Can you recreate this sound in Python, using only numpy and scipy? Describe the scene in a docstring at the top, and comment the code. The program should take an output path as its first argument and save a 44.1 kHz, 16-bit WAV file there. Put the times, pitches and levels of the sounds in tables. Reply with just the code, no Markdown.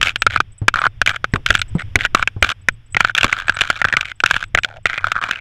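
"""A loose camera strikes its mount: damped contact modes, cracks and case resonances make short plastic knocks.
The camera rides in a plastic case on the chest of a dog running across a lawn; the hardest knocks overload its
input. While the joint slides, random slips excite gritty chatter and lighter impacts make taps. The dog's body
thumps the case and the loudest knocks bring low pulses, both as decaying sines, and a collar tag tinkles as a
narrow resonance. Shaped noise gives the air that buffets the case with the pace and with every jolt, and a
quiet hiss."""
import sys
import numpy as np
from scipy import signal
from scipy.fft import rfft, irfft
from scipy.io import wavfile
from scipy.ndimage import uniform_filter1d

SR = 44100
rng = np.random.default_rng(int(sys.argv[2]) if len(sys.argv) > 2 else 0)


def put_to_file(sound):
    """Save the sound as 16-bit audio at rate SR, in the file named by the first command-line argument."""
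    columns = np.atleast_2d(sound).T  # one column per channel
    safe = np.clip(columns, -1, 1)
    whole_steps = np.round(safe * 32767)
    wavfile.write(sys.argv[1], SR, whole_steps.astype(np.int16))


N = 238256
TIME = np.arange(N) / SR

# hard strikes of the camera on its mount:
# (time [s], level of the contact ring [dB], contact pitch [Hz], crack against ring before a fixed lift [dB])
STRIKES = [(0.0132, -18, 1325, 5), (0.0284, -12.5, 1520, 4.5), (0.071, -18, 2330, 0),
           (0.1585, -16, 1530, 0.5), (0.22, -5.5, 1440, -6.5), (0.2655, -1, 1422, -17.5),
           (0.3608, -5, 1377, -36.5), (0.403, -6, 1304, -10.5), (0.6817, 2.5, 1545, -8),
           (0.7402, -13, 1320, -10.5), (0.758, -11, 1410, -27), (0.8165, -13, 1290, -22),
           (0.8398, -13.5, 1380, -30), (0.8565, -9, 1510, -50), (0.866, -6.5, 1370, -48),
           (1.0156, -3.5, 1487, -7), (1.0617, -17, 1670, 2.5), (1.0741, -9, 2170, -4),
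           (1.0927, -17, 1494, 0), (1.2429, -9, 1410, -15), (1.3372, -12, 1880, -13),
           (1.3585, -15, 1210, -9.5), (1.4617, -13.5, 1430, 1.5), (1.5042, -3.5, 1523, -7.5),
           (1.551, -10, 1579, -1), (1.616, -18, 1590, 3.5), (1.9564, -2, 2147, -7), (2.05, -9, 1550, -5.5),
           (2.1477, 0, 1234, -9.5), (2.2256, -11, 1380, -8), (2.2745, -10, 2420, -8.5),
           (2.4255, -2.5, 2227, -6.5), (2.6857, -3.5, 1926, -11), (2.946, -18.5, 2183, -4),
           (2.967, -6, 2030, -13), (3.0055, -3, 1437, -6.5), (3.0471, -5.5, 1410, -15),
           (3.0959, -16, 1568, -17), (3.1495, -20, 1424, 7), (3.178, -16.5, 1440, 5.5),
           (3.183, -13, 1605, -2), (3.2096, -15.5, 2970, -1), (3.231, -8, 2500, -4.5),
           (3.243, -6.5, 1196, -1.5), (3.3268, -8.5, 2215, -6), (3.482, -14, 1543, -5.5),
           (3.495, -7, 1524, -8.5), (3.5682, -17.5, 1472, -9.5), (3.609, -12.5, 2500, 4),
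           (3.6156, -10, 1680, -2), (3.7012, -6.5, 1518, -10), (3.8161, -8.5, 1945, -15.5),
           (3.8437, -10, 1632, -29), (3.8497, -6, 1443, -19), (3.8849, -17, 1685, -8),
           (3.926, -13, 1840, -6), (3.9374, -12, 1710, -20), (3.968, -9, 2250, -4),
           (4.0093, -17, 2530, -1.5), (4.2022, -22, 1610, 3.5), (4.2374, -4, 1464, -11.5),
           (4.2603, -12, 1563, 1.5), (4.3099, -4, 1550, -7.5), (4.3414, -15.5, 1593, -3.5),
           (4.3639, -13.5, 1570, -8), (4.4264, -19, 1530, -10.5), (4.5484, -3, 2006, -12.5),
           (4.575, -11, 2164, -15), (4.586, -12.5, 1480, -7), (4.634, -28, 2720, 8.5),
           (4.646, -14.5, 1581, -0.5), (4.8563, -5.5, 2056, -12.5), (5.0427, -11, 1400, -14),
           (5.0688, -11.5, 1393, -29), (5.1177, -13.5, 1380, -3.5), (5.1542, -17, 1418, -42),
           (5.1632, -13, 1369, -47), (5.238, -11, 1425, -9), (5.3102, -13, 1560, -4)]
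# faint ringing of a small metal part after a strike:
# (frequency [Hz], level against the strike before a random factor [dB], t60 [s])
METAL_MODES = [(2640, -56.5, .4), (3580, -60.5, 0.72)]
# resonances of the plastic case, before strain: (frequency [Hz], width of one filter pass [Hz], level [dB])
CASE_MODES = [(282, 630, -3.5), (680, 600, 2), (1490, 399, 17.5), (2364, 320, 8), (2990, 900, 0),
              (4700, 790, -28), (6500, 350, -49.5)]
# spectrum of sharp contact noise: (frequency [Hz], relative level [dB])
CRACK_SPECTRUM = [(300, -22.5), (1200, -18.5), (2400, 16), (3500, 9), (4700, -5), (7200, -5.5),
                  (9000, -19.5), (12500, -18.5), (16000, -47)]
# spells of joint sliding: (start [s], end [s], level [dB], contact pitch [Hz], relative grit [dB])
JOINT_SLIDES = [(0.02, 0.132, -23.5, 1510, 9), (0.298, 0.38, -26.5, 2180, 2),
                (0.765, 0.869, -22.5, 1220, -7.5), (1.058, 1.168, -25.5, 1514, -1.5),
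                (1.463, 1.604, -29.5, 1620, 7), (1.782, 1.823, -29, 2030, -5.5),
                (1.986, 2.068, -24, 1820, 5.5), (2.166, 2.239, -25, 1335, 0.5),
                (2.434, 2.526, -21.5, 1460, 5), (2.97, 3.117, -33, 1601, 4.5),
                (3.155, 3.404, -28, 1423, 2.5), (3.401, 3.58, -34, 1477, -2),
                (3.582, 3.664, -26.5, 1500, 4.5), (3.654, 3.813, -32.5, 1536, 3.5),
                (3.863, 4.037, -32.5, 1402, -11), (4.046, 4.123, -31, 2340, 0), (4.25, 4.442, -31, 1416, 6),
                (4.652, 4.785, -42, 720, -6), (4.865, 4.992, -24.5, 2216, -6.5),
                (4.998, 5.133, -34.5, 1440, -10), (5.14, 5.196, -27.5, 1403, -41),
                (5.207, 5.3, -24.5, 1370, -8), (5.298, 5.396, -31.5, 2398, -11)]
# low thumps: soft blows through the harness, and low pulses that come with the loudest knocks (1.501, 1.956,
# 2.424 s): (time [s], level of the main sine at onset [dB], pitch [Hz], t60 [s])
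LOW_THUMPS = [(0.617, -11.5, 105, .16), (1.337, 1, 132, 0.024), (1.355, -18, 100.3, 0.14),
              (1.501, -8, 68, .05), (1.752, -4.5, 168, .07), (1.956, -4.5, 90.34, .06),
              (2.364, -16, 102.3, .12), (2.424, -6.5, 72.7, .06), (2.948, -20.5, 107.3, .16),
              (3.246, -7, 246.4, 0.019), (4.544, -15.5, 83.6, .07)]
# clearest touches of the collar tag: (time [s], peak level [dB])
TAG_TOUCHES = [(0.2, -33), (0.579, -33.5), (0.794, -35), (1.587, -21.5), (1.68, -41), (1.81, -44),
               (2.92, -30.5), (3.469, -38), (3.539, -30)]
# air rushing past the case with the dog's pace: (time [s], reference level [dB])
PACE_WIND = [(0.0, -34), (0.56, -44), (1.8, -32.5), (2.89, -44), (3.79, -46.5), (4.15, -45), (4.39, -43),
             (5.4, -52)]
# spectrum of the buffeting air: (frequency [Hz], relative level [dB])
BUFFET_SPECTRUM = [(25, 3), (65, -4), (105, 3.5), (170, -18), (600, -39), (8000, -100)]
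# spectrum of the outdoor hiss inside the case: (frequency [Hz], relative level [dB])
HISS_SPECTRUM = [(300, -4), (1000, -4), (1500, -1.5), (3400, -1), (4200, -20.5), (5300, -10), (6200, -22.5),
                 (14000, -27)]

# taps: rate, level over the slide, scatter, and crack against ring before the slide's grit
TAPS_PER_S, TAP_DB, TAP_SPREAD_DB, TAP_CRACK_DB = 18, 6, 1.5, -5
# light tag touches: level over the rushing air, scatter
TAG_DB, TAG_SPREAD_DB = -8, 1
# rumble over the rushing air; gust against its knock, and the gust's decay time constant
RUMBLE_DB, GUST_DB, GUST_S = 3, -24.5, 0.026
TOP_HZ = 15800


def knocks(size=16000):
    """Impact excitation: each hard blow also leaves lightly damped metal modes ringing."""
    out, t = np.zeros(N), TIME[:size]
    for s, db, hz, crack_db in STRIKES:
        add(out, s, knock(db, hz, crack_db))
        metal = np.zeros(size)
        for mode_hz, mode_db, t60 in METAL_MODES:
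            metal += undb(db + mode_db) * rng.standard_normal() * ring(t, mode_hz, t60)
        add(out, s, metal)
    return out


def knock(db, hz, crack_db, size=4000, heft=0.9, split=0.072, jolt=0.11):
    """Modal superposition: one impact excites contact, crack, case and mount together."""
    t = TIME[:size]
    grit, shake, push = rng.standard_normal((3, size))

    # two close modes beat: the ring swells, dips and swells again
    tone = burst(ring(t, hz * (1 + split), 0.011) - ring(t, hz * (1 - split), 0.014))

    crack_rise = 1 - np.exp(-t / 0.0013)
    crack_decay = np.exp(-t / 0.0013) + undb(-25) * np.exp(-t / .005)
    crack = burst(colour(grit * crack_rise * crack_decay, CRACK_SPECTRUM))

    # sharp contacts shake the case more, and each strains it differently
    stretch = np.exp(0.069 * rng.uniform(-0.91, 1))
    shake_decay = np.exp(-t / 0.0025) + undb(-19.5) * np.exp(-t / 0.0048)
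    shell = undb(jolt * crack_db - 3) * burst(case(shake * shake_decay, stretch))

    # heavy blows move the mount proportionally more; it also bobs on the harness
    mount = undb(heft * db - 7.5) * burst(band(push * np.exp(-t / 0.0012), 610, 1300))
    bob = undb(-16) * ring(t, 140 * stretch ** 2, 0.031)

    polarity = rng.choice([-1, 1])
    return undb(db) * polarity * (tone + undb(crack_db + 1.5) * crack + shell + mount + bob)


def taps(pitch_spread=0.15, crack_spread_db=7):
    """Intermittent contact: a sliding joint catches at uneven moments, following the slide's level and grit."""
    out = np.zeros(N)
    for start, end, db, hz, grit_db in JOINT_SLIDES:
        count = max(int(round((end - start) * TAPS_PER_S)), 1)
        # one random moment in each equal share of the slide
        times = start + (end - start) * (np.arange(count) + rng.random(count)) / count
        scatter = rng.uniform(-0.65, 1, (count, 3))
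        for s, (force, place, edge) in zip(times, scatter):
            crack_db = TAP_CRACK_DB + grit_db + crack_spread_db * edge
            tap_db = db + TAP_DB + TAP_SPREAD_DB * force
            tap = knock(tap_db, hz * np.exp(pitch_spread * place), crack_db)
            # a sharper tap moves its energy from the ring into the crack
            add(out, s, tap / np.hypot(1, undb(crack_db)))
    return out


def chatter(slips_per_s=560, spread_db=6.0, sharpness=0.5, shift=0.12):
    """Stick-slip friction: dense uneven slips excite the contact and the case."""
    out, t = np.zeros(N), TIME[:SR // 20]
    for start, end, db, hz, grit_db in JOINT_SLIDES:
        size = max(int((end - start) * SR), 2)
        slip_happens = rng.random(size) < slips_per_s / SR
        slips = slip_happens * undb(spread_db * np.minimum(rng.exponential(size=size), 3.5))

        # every slip is a tiny scrape, dying in 0.7 ms, over a bed of steady friction
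        force = signal.lfilter([1], [1, -np.exp(-1 / (.0007 * SR))], slips) + .13
        friction = force * signal.windows.tukey(size, .15) * rng.standard_normal(size)
        scrape = np.pad(friction, (0, SR // 20))

        # the contact point varies, so every slip rings at a slightly different pitch
        creak = np.zeros(len(scrape))
        for i in np.flatnonzero(slips):
            slip_hz = hz * np.exp(shift * rng.uniform(-1.5, 1))
            creak[i:i + len(t)] += slips[i] * ring(t, slip_hz, 0.018)

        # a stiffer contact rings higher and sounds grittier
        stiffness = (hz / 1500) ** sharpness
        grit = undb(grit_db - 8) * stiffness * unit(colour(scrape, CRACK_SPECTRUM))
        shell = min(stiffness, 1) * unit(case(scrape))
        contact = undb(-1.5) * unit(band(creak, hz, hz))
        add(out, start, undb(db) * burst(shell + contact + grit, size))
    return out


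def thumps(size=9000):
    """Damped oscillation: the case bounces on the dog's chest, or pulses low with the loudest knocks, while the
    strap adds a dull noise burst."""
    out, t = np.zeros(N), TIME[:size]
    for s, db, hz, t60 in LOW_THUMPS:
        bounce = ring(t, hz, t60) + undb(-14) * ring(t, 1.2 * hz, t60 / 2)
        strap = unit(band(rng.standard_normal(size), 270, 450)) * np.exp(-t / 0.017)
        add(out, s, undb(db) * (undb(-18.5) * strap - bounce))
    return out


def tag(count=60):
    """Repeated light impacts: clear touches, and random ones that strengthen with the dog's pace."""
    out = np.zeros(N)
    touches = list(TAG_TOUCHES)
    for s in rng.uniform(0, N / SR, count):
        pace_db = np.interp(s, *np.transpose(PACE_WIND))
        touches.append((s, pace_db + TAG_DB + TAG_SPREAD_DB * rng.standard_normal()))
    for s, db in touches:
        add(out, s, undb(db) * tinkle())
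    return out


def tinkle(size=3000):
    """Narrow-band resonance: one touch excites a small muffled metal disc; peak of one."""
    t = TIME[:size]
    touch = rng.standard_normal(size) * t * np.exp(-t / 0.0043)
    sound = band(touch, 7980, 310)
    return sound / np.abs(sound).max()


def air(hiss_share=0.8):
    """Turbulent pressure noise: rumble and hiss follow the pace, and each jolt adds a short gust."""
    speed_db = np.interp(TIME, *np.transpose(PACE_WIND))
    gusts = np.zeros(N)
    for s, db, *_ in STRIKES:
        add(gusts, s, undb(db + GUST_DB) * np.exp(-TIME[:SR // 2] / GUST_S))
    eddies_db = 3.2 * walk(20)
    # steady wind and gusts combine by power
    strength = np.hypot(undb(speed_db + RUMBLE_DB + eddies_db), gusts)
    rumble = unit(colour(rng.standard_normal(N), BUFFET_SPECTRUM)) * strength
    hiss = unit(colour(rng.standard_normal(N), HISS_SPECTRUM)) * undb(hiss_share * speed_db - 26.5)
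    return rumble + hiss


def case(x, stretch=1):
    """Parallel resonance: the modes of the plastic case all shift together under strain."""
    return sum(undb(db) * band(x, hz * stretch, width) for hz, width, db in CASE_MODES)


def ring(t, hz, t60):
    """Free damped vibration: a sine falling by 60 dB in t60 seconds."""
    return np.sin(2 * np.pi * hz * t) * np.exp(-np.log(1000) * t / t60)


def band(x, hz, width_hz):
    """Cascaded resonance: two passes steepen the skirts, with gain one at the centre."""
    b, a = signal.iirpeak(min(hz, SR / 2 - 1), hz / min(width_hz, SR / 10), fs=SR)
    return signal.lfilter(b, a, signal.lfilter(b, a, x))


def colour(x, points, size=4096):
    """Minimum-phase filtering: a folded cepstrum gives a causal filter with the (Hz, dB) spectrum."""
    hz, db = np.transpose(points)
    f = np.maximum(np.fft.rfftfreq(size, 1 / SR), 1)
    gain = undb(np.interp(np.log(f), np.log(hz), db))
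    cepstrum = irfft(np.log(gain))
    cepstrum[1:size // 2] *= 2
    cepstrum[size // 2 + 1:] = 0
    impulse_response = irfft(np.exp(rfft(cepstrum)))
    return signal.fftconvolve(x, impulse_response)[:len(x)]


def walk(rate):
    """Low-pass randomness: held random steps, smoothed twice, drift slowly with an rms of one."""
    k = int(SR / rate)
    steps = np.repeat(rng.standard_normal(N // k + 1), k)
    return unit(uniform_filter1d(uniform_filter1d(steps, k), k)[:N])


def undb(db):
    """Logarithmic level: decibels to amplitude gain."""
    return 10 ** (np.asarray(db) / 20)


def unit(x):
    """Power normalization: scale to an rms of one."""
    return x / np.sqrt(np.mean(x ** 2) + 1e-18)


def burst(x, size=220):
    """Onset normalization: scale to an rms of one over the first samples."""
    return x / np.sqrt(np.mean(x[:size] ** 2) + 1e-18)


def add(out, s, x):
    """Linear superposition: mix x into out from time s on."""
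    i = int(np.clip(s * SR, 0, N - 1))
    out[i:i + len(x)] += x[:N - i]


def scene():
    """Superposition of pressures: everything reaches one microphone inside the case."""
    return (knocks() + thumps() + tag() + air() + chatter() + taps())[None]


def record(dry, knee=5):
    """Saturation and low-pass filtering: overload flattens the hardest knocks; the top is cut."""
    flattened = dry / (1 + np.abs(dry) ** knee) ** (1 / knee)
    softened = signal.sosfilt(signal.butter(2, 12000, fs=SR, output="sos"), flattened)
    return signal.sosfilt(signal.cheby1(10, .1, TOP_HZ, fs=SR, output="sos"), softened)


dry = scene()
out = record(dry)
put_to_file(out)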